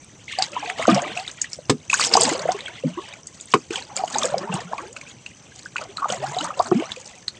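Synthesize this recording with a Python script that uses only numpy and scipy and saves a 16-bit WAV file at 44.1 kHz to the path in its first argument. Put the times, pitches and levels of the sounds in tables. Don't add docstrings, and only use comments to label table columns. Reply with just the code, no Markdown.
import sys
import numpy as np
from scipy import signal
from scipy.fft import rfft, irfft, next_fast_len
from scipy.io import wavfile
from scipy.ndimage import uniform_filter1d, map_coordinates

SR = 44100
rng = np.random.default_rng(int(sys.argv[2]) if len(sys.argv) > 2 else 0)


def dump(signal):
    limited = np.clip(np.atleast_2d(signal).T, -1, 1)
    pcm = np.round(limited * 32767).astype(np.int16)
    wavfile.write(sys.argv[1], SR, pcm)


def gain_from_db(level_db):
    decades = np.asarray(level_db, float) / 20
    return 10 ** decades


N = 325899
RISE_DB = 10


def unit(x):
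    return x / np.sqrt(np.mean(x ** 2) + 1e-20)


def coloured(x, points):
    size = next_fast_len(N + 8192)
    hz, db = np.transpose(points)
    log_hz = np.log(np.fft.rfftfreq(size, 1 / SR) + 1)
    gain = gain_from_db(np.interp(log_hz, np.log(hz), db))
    return irfft(rfft(x, size) * gain, size)[..., :N]


def patchy(points, depth_db):
    z = signal.stft(rng.standard_normal(N + 512), nperseg=256)[2]
    field = uniform_filter1d(rng.standard_normal(z.shape), size=5, axis=0)
    field = uniform_filter1d(field, size=8, axis=1)
    noise = signal.istft(z * gain_from_db(depth_db * unit(field)), nperseg=256)[1][:N]
    return unit(coloured(noise, points))


def flutter(rate):
    knots = rng.standard_normal(int(N * rate / SR) + 4)
    return map_coordinates(knots, [np.arange(N) * rate / SR])


def chirps(s, db, hz, t60, rise, onset_turns, size, rough=0, hold=1):
    t = np.arange(size) / SR
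    db, hz, t60, rise = (np.asarray(v)[:, None] for v in (db, hz, t60, rise))
    fade_db = 60 * t / t60
    pitch = hz * 2 ** (rise / 12 * np.minimum(fade_db / RISE_DB, 1.5))
    turns = np.cumsum(pitch, axis=1) / SR
    swell = 1 - np.exp(-(turns / onset_turns) ** 2)
    if rough:
        knots = rng.standard_normal((2, len(db), 64))
        row = np.arange(len(db))[:, None] + 0 * t
        size_stray, phase_stray = (map_coordinates(k, [row, turns / 3 % 63], order=1) for k in knots)
        swell = swell * np.exp(rough * size_stray)
        turns = turns + rough * phase_stray / np.pi
    level_db = db - RISE_DB * (fade_db / RISE_DB) ** hold
    wave = gain_from_db(level_db) * swell * np.sin(2 * np.pi * turns)
    where = np.round(np.asarray(s) * SR).astype(int)[:, None] + np.arange(size)
    return np.bincount(where.ravel(), wave.ravel(), N + size)[:N]


def swarm(count, hz, octaves, turns, scatter_db, rise, size):
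    draw = rng.standard_normal((count, 3))
    pitch = np.clip(hz * 2 ** (octaves * draw[:, 0]), 90, 9500)
    life = np.minimum(turns * np.exp(.6 * draw[:, 1]) / pitch, 2 * size / SR)
    big_db = scatter_db * np.minimum(rng.exponential(size=count), 4)
    start = rng.uniform(0, N / SR, count)
    climb = rise * (1 + draw[:, 2])
    return unit(chirps(start, big_db, pitch, life, climb, onset_turns=2.98, size=size))


# [f/Hz, relative level/dB]
RIVER_SPECTRUM = [(15, -40), (25, -5), (38, 4.5), (86, 3.5), (166, -1), (826, -12), (2920, -22.5),
                  (3910, -24), (6050, -16), (8300, -17.5), (10800, -47), (18300, -120)]


def river():
    murmur = patchy(RIVER_SPECTRUM[:-2] + [(16000, -8.0)], depth_db=2.1)
    insects = patchy([(5200, -50), (5800, -3), (6300, 0), (6900, -50)], depth_db=2.5)
    return gain_from_db(-49.0) * murmur + gain_from_db(-61.5) * insects


def dripping():
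    return gain_from_db(-62.0) * swarm(count=260, hz=7800, octaves=0.24, turns=34, scatter_db=5.5, rise=0.38, size=500)


# [start t/s, hold t/s, gurgle level/dB, trickle level/dB, spray level/dB]
SLOSH_EVENTS = [(0.276, 0.16, -88, -32, -47.5), (0.372, 0.1, -40.5, -53, -35),
                (0.527, 0.21, -40.5, -32.5, -40.5), (0.773, 0.08, -32, -30, -33.5),
                (0.871, 0.1, -22.5, -25, -30), (0.981, 0.13, -35, -29, -45), (1.146, 0.16, -49, -39.5, -38),
                (1.375, 0.074, -76, -41, -41), (1.491, 0.067, -93, -65, -34.5),
                (1.907, 0.15, -43.5, -30.5, -20), (1.985, 0.31, -36.5, -47, -30),
                (2.109, 0.17, -24, -27, -20), (2.278, 0.24, -28, -36.5, -34.5),
                (2.546, 0.21, -46, -36.5, -66), (2.826, 0.3, -46, -41.5, -54),
                (3.296, 0.31, -80, -70, -41.5), (3.702, 0.063, -38, -33, -31),
                (3.888, 0.024, -39.5, -58, -70), (3.955, 0.17, -35.5, -42.5, -29.5),
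                (4.135, 0.12, -29.5, -36, -26.5), (4.317, 0.17, -31.5, -46, -52),
                (4.514, 0.069, -33, -35, -37), (4.672, 0.16, -38.5, -42, -43), (4.96, 0.14, -52, -48, -45),
                (5.547, 0.12, -66, -60, -42), (5.785, 0.051, -36, -41, -40), (5.961, 0.2, -40.5, -44, -41),
                (6.082, 0.056, -30, -33, -27), (6.212, 0.26, -32, -37.5, -33),
                (6.569, 0.097, -31.5, -43, -28), (6.709, 0.19, -39, -36.5, -41),
                (6.928, 0.24, -53, -49.5, -39.5)]
# gurgle, trickle, spray [dB per s]
SLOSH_SETTLE = [197.5, 162, 240]
LAPPING_LEVELS = [-65.5, -51.5, -49.5]


def slosh_levels():
    attack_s = 0.0064
    s, hold, *peaks_db = np.transpose(SLOSH_EVENTS)
    t = np.arange(0, N / SR + .01, .002)
    since = t - s[:, None]
    swell = np.clip(since / attack_s, 0, 1) ** 2
    late = np.maximum(since - attack_s - hold[:, None], 0)
    levels = []
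    for db, fall, calm in zip(peaks_db, SLOSH_SETTLE, LAPPING_LEVELS):
        power = (swell * gain_from_db(db[:, None] - fall * late) ** 2).sum(axis=0) + gain_from_db(calm) ** 2
        levels.append(np.interp(np.arange(N) / SR, t, 10 * np.log10(power)))
    return levels


# [f/Hz, relative level/dB]
FIZZ_SPECTRUM = [(880, -22), (1500, -17), (3520, -18.5), (4680, -15), (5680, -24), (6700, -9.5),
                 (8300, -14.5), (10800, -36), (18300, -120)]


def stirred_water():
    gurgle_db, trickle_db, spray_db = slosh_levels()
    surge = swarm(count=450, hz=201.0, octaves=0.357, turns=18, scatter_db=3.5, rise=0.41, size=6000)
    gurgle = swarm(count=1500, hz=774.4, octaves=0.573, turns=33.2, scatter_db=3.5, rise=1.094, size=2600)
    gurgle_rush = [(200, -22.0), (450, -17.0), (1100, -6.5), (2000, -19.5), (4000, -51)]
    gurgle += gain_from_db(-6.5) * patchy(gurgle_rush, depth_db=4)
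    slosh = unit(gurgle) + gain_from_db(-15.0) * surge

    trickle = swarm(count=3000, hz=2407, octaves=0.399, turns=40.0, scatter_db=4.0, rise=0.48, size=800)
    trickle += gain_from_db(-1.5) * patchy([(1000, -31.5), (2000, 0), (3100, 10.0), (4800, -7.5)], depth_db=3)

    spray = swarm(count=6000, hz=6410, octaves=0.432, turns=12.3, scatter_db=1.5, rise=0.46, size=300)
    spray += gain_from_db(5) * patchy([(2800, -20)] + FIZZ_SPECTRUM[3:-2] + [(16000, -8)], depth_db=4.5)

    clumps_db = 2.3 * flutter(rate=30)
    gurgle_db = gurgle_db + 0.43 * clumps_db
    trickle_db = trickle_db + clumps_db
    spray_db = spray_db + clumps_db + 4.56 * flutter(rate=150)
    water = gain_from_db(gurgle_db - 6) * slosh
    water += gain_from_db(trickle_db - 9.0) * unit(trickle)
    return water + gain_from_db(spray_db - 7.5) * unit(spray)


# [t/s, level/dB, f/Hz, nominal t60/s (10 dB down after a sixth of it)]
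POCKETS_AND_THUDS = [(0.3851, -20, 740, 0.17), (0.5646, -21, 930, 0.07), (0.626, -28, 792, 0.13),
                     (0.672, -31.5, 691, 0.25), (0.794, -21.5, 610, 0.12), (0.853, -17, 1244, 0.031),
                     (0.879, -12.5, 296, 0.15), (0.88, -0.5, 610, 0.021), (0.882, -11.5, 227, 0.15),
                     (0.888, -19, 1164, 0.12), (0.916, -18, 184, 0.21), (1.165, -31, 702, 0.29),
                     (1.587, -30.5, 538, 0.048), (1.9302, -16, 1000, 0.039), (1.9413, -14, 1440, 0.039),
                     (1.996, -5, 1100, 0.011), (2.011, -17, 1190, 0.034), (2.1521, -9, 737, 0.038),
                     (2.172, -3, 980, 0.021), (2.244, -24.5, 247, 0.2), (2.454, -12, 570, 0.035),
                     (2.488, -19, 701, 0.13), (2.836, -16, 498, 0.056), (2.844, -19.5, 236, 0.2),
                     (2.843, -24.5, 159.4, 0.33), (2.971, -26.5, 346, 0.16), (2.975, -33.5, 986, 0.15),
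                     (3.705, -19.5, 376, 0.031), (3.99, -28, 751, 0.24), (4.0363, -14.5, 672, 0.04),
                     (4.1559, -19.5, 820, 0.065), (4.223, -24.5, 1110, 0.036), (4.2414, -24.5, 523, 0.19),
                     (4.3411, -14.5, 625, 0.053), (4.39, -24, 725, 0.04), (4.43, -28, 556, 0.1),
                     (4.492, -28.5, 960, 0.064), (4.495, -20.5, 165.5, 0.16), (4.538, -23, 165, 0.096),
                     (4.585, -26, 682, 0.047), (4.783, -29.5, 1056, 0.079), (4.647, -33.5, 166, 0.23),
                     (4.7326, -6.5, 880, 0.014), (4.9633, -34, 1290, 0.047), (5.658, -28.5, 1510, 0.037),
                     (5.7584, -15, 1300, 0.019), (5.811, -31, 1230, 0.064), (5.981, -27.5, 1257, 0.12),
                     (6.019, -24, 1070, 0.11), (6.0427, -18, 1168, 0.072), (6.0555, -14, 766, 0.025),
                     (6.1, -20, 550, 0.039), (6.122, -29, 698, 0.15), (6.176, -39.5, 129, 0.94),
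                     (6.2334, -27, 744, 0.19), (6.365, -25.5, 696, 0.134), (6.597, -7, 690, 0.041),
                     (6.714, -13.5, 1060, 0.014), (6.7139, -11, 346, 0.12), (6.7187, -15, 630, 0.03),
                     (6.717, -3.5, 197, 0.036), (6.823, -16.5, 583, 0.029), (6.448, -23.5, 1167, 0.042),
                     (6.5046, -23.5, 1190, 0.04), (6.968, -38, 478, 0.097)]
# [t/s, level/dB, f/Hz, nominal t60/s (as above), semitones gained while fading by RISE_DB]
SWEEPING_POCKETS = [(2.313, -20, 358, 0.078, -4.5), (4.815, -41, 314, 0.24, 9.5),
                    (4.852, -47, 339, 0.49, 9), (6.596, -17, 880, 0.077, 5.5),
                    (6.747, -17.5, 179.4, 0.32, 11)]


def bubbles_and_thuds():
    s, db, hz, t60 = np.transpose(POCKETS_AND_THUDS)
    climb = 1.53 + 0 * s
    plops_and_thuds = chirps(s, db, hz, t60, climb, onset_turns=1.2, size=SR // 4, rough=.36, hold=1.43)
    sweeps = chirps(*np.transpose(SWEEPING_POCKETS), onset_turns=1.5, size=SR // 6, rough=.2, hold=2.6)
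    return plops_and_thuds + sweeps


# [t/s, level/dB before the ping and splatter trims, f/Hz]
DROPLETS_AND_TOUCH = [(0.388, -16, 4640), (0.424, -6.5, 4530), (0.44, -19.5, 3900), (0.699, -18, 2200),
                      (0.8251, -19, 2070), (0.871, -17.5, 6030), (0.9005, -25, 5530), (0.9466, -12.5, 5580),
                      (1.0203, -22.5, 6200), (1.08, -29, 2050), (1.174, -17, 2600), (1.2785, -22, 3520),
                      (1.3149, -24.5, 6000), (1.4171, -8.5, 6410), (1.4432, -23.5, 1850),
                      (1.5329, -18.5, 5085), (1.8997, -12.5, 2420), (1.9306, -11, 2430), (1.9418, -7, 6640),
                      (1.9988, -8, 8560), (2.013, -7.5, 4300), (2.051, -12, 7100), (2.058, -14, 7500),
                      (2.139, 0.5, 4920), (2.1692, -4, 5970), (2.2116, -4, 7570), (2.2192, -11.5, 4550),
                      (2.2349, -2, 7300), (2.253, -11.5, 4720), (2.394, -18.5, 4260), (2.52, -18.5, 5150),
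                      (2.589, -27, 2110), (2.607, -26, 3560), (2.6814, -26.5, 1506), (3.1371, -28, 2200),
                      (3.2714, -19.5, 7900), (3.411, -22, 7450), (3.525, -29, 3150), (3.707, -25, 2300),
                      (3.737, -28.5, 1480), (3.758, -13.5, 2950), (3.8244, -30, 4170),
                      (3.9663, -13.5, 6730), (4.059, -32, 6040), (4.078, -27, 2950), (4.147, -18.5, 3800),
                      (4.1852, -9.5, 6400), (4.256, -11.5, 7200), (4.3822, -20, 4830), (4.5418, -17, 7800),
                      (4.6046, -29, 1780), (4.781, -26.5, 2370), (4.9296, -28, 6900), (4.9655, -24.5, 2420),
                      (5.013, -27.5, 2320), (5.2628, -22.5, 2610), (5.7656, -21.5, 2370),
                      (5.782, -23, 2410), (5.9712, -19.5, 4060), (6.1016, -21.5, 2980), (6.125, -22, 7140),
                      (6.387, -20, 3720), (6.4098, -18, 2840), (6.7987, -27, 2160), (6.893, -32, 2160),
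                      (6.9187, -19, 3390), (6.963, -27.5, 2350), (7.2816, -16.5, 4150)]


def drops_and_touch():
    ping_db, splatter_db = 5.5, -14.5
    fade_turns = 34
    s, db, hz = np.transpose(DROPLETS_AND_TOUCH)
    out = chirps(s - .0008, db + ping_db, hz, fade_turns / hz, .5 + 0 * s,
                 onset_turns=3.24, size=2048, rough=0.41)
    t = np.arange(-300, 900) / SR
    burst = np.where(t < 0, np.exp(t / 0.0018), np.exp(-t / 0.005))
    high = hz >= 5000
    top = [(16000, -25)]
    full_colour = FIZZ_SPECTRUM[:-2] + top
    treble_colour = [(3600, -59)] + FIZZ_SPECTRUM[3:-2] + top
    for chosen, colour in [(~high, full_colour), (high, treble_colour)]:
        hits = np.bincount(np.round(s * SR).astype(int), gain_from_db(db + splatter_db) * chosen, N)
        envelope = signal.fftconvolve(hits, burst)[300:][:N]
        out = out + envelope * patchy(colour, depth_db=2.5)
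    return out


# [t/s, level/dB, brightness/dB per octave about 500 Hz, crack against level/dB]
HULL_BLOWS = [(1.696, -14.5, -3, 7.5), (3.538, -15.5, 3, -0.5)]
# [f/Hz, level against the blow/dB, t60/s]
PLANK_MODES = [(151.5, -9.5, 0.16), (255.7, -3.5, 0.13), (303.5, -2.5, 0.086), (417, -0.5, 0.11),
               (779, -5.5, 0.041), (1060, 1.5, 0.027), (1228, -7, 0.075), (2430, -3.5, 0.02),
               (2950, -2, 0.012)]


def hull():
    s, db, tilt_db, crack_db = np.transpose(HULL_BLOWS)
    out, t = np.zeros(N + SR), np.arange(SR // 4) / SR
    for hz, level, t60 in PLANK_MODES:
        mode_db = db + level + tilt_db * np.log2(hz / 500)
        out[:N] += chirps(s, mode_db, hz + 0 * s, t60 + 0 * s, 0 * s, onset_turns=.5, size=SR // 4, rough=.5)
    for start, peak_db in zip(s, db + crack_db):
        for early, down_db in [(0, 4.5), (.011, -29)]:
            envelope = gain_from_db(peak_db + down_db - 60 * t / 0.031) * (1 - np.exp(-t / 0.0029))
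            crack = envelope * rng.standard_normal(len(t))
            out[round((start - early) * SR):][:len(t)] += crack
    return out[:N]


def reflections(x):
    t = np.arange(SR // 8) / SR
    tail = rng.standard_normal(len(t)) * gain_from_db(-60 * t / 0.075)
    return signal.fftconvolve(x, tail / np.linalg.norm(tail))[:N]


def scene():
    background = river() + dripping() + stirred_water()
    near = bubbles_and_thuds() + drops_and_touch() + hull()
    return (background + near + gain_from_db(-8) * reflections(near))[None]


def roll_off(x):
    return signal.sosfilt(signal.butter(12, 16120, fs=SR, output="sos"), x)


# [f/Hz, gain/dB]
MICROPHONE_RESPONSE = [(40, -11), (120, 7.5), (8300, 3), (9000, -13), (10500, -24), (12500, -37.5),
                       (15500, -47)]


def record(dry):
    clipped = dry / (1 + np.abs(dry / .5) ** 8) ** (1 / 8)
    mix = coloured(clipped, MICROPHONE_RESPONSE)
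    return roll_off(mix)


dry = scene()
out = record(dry)
dump(out)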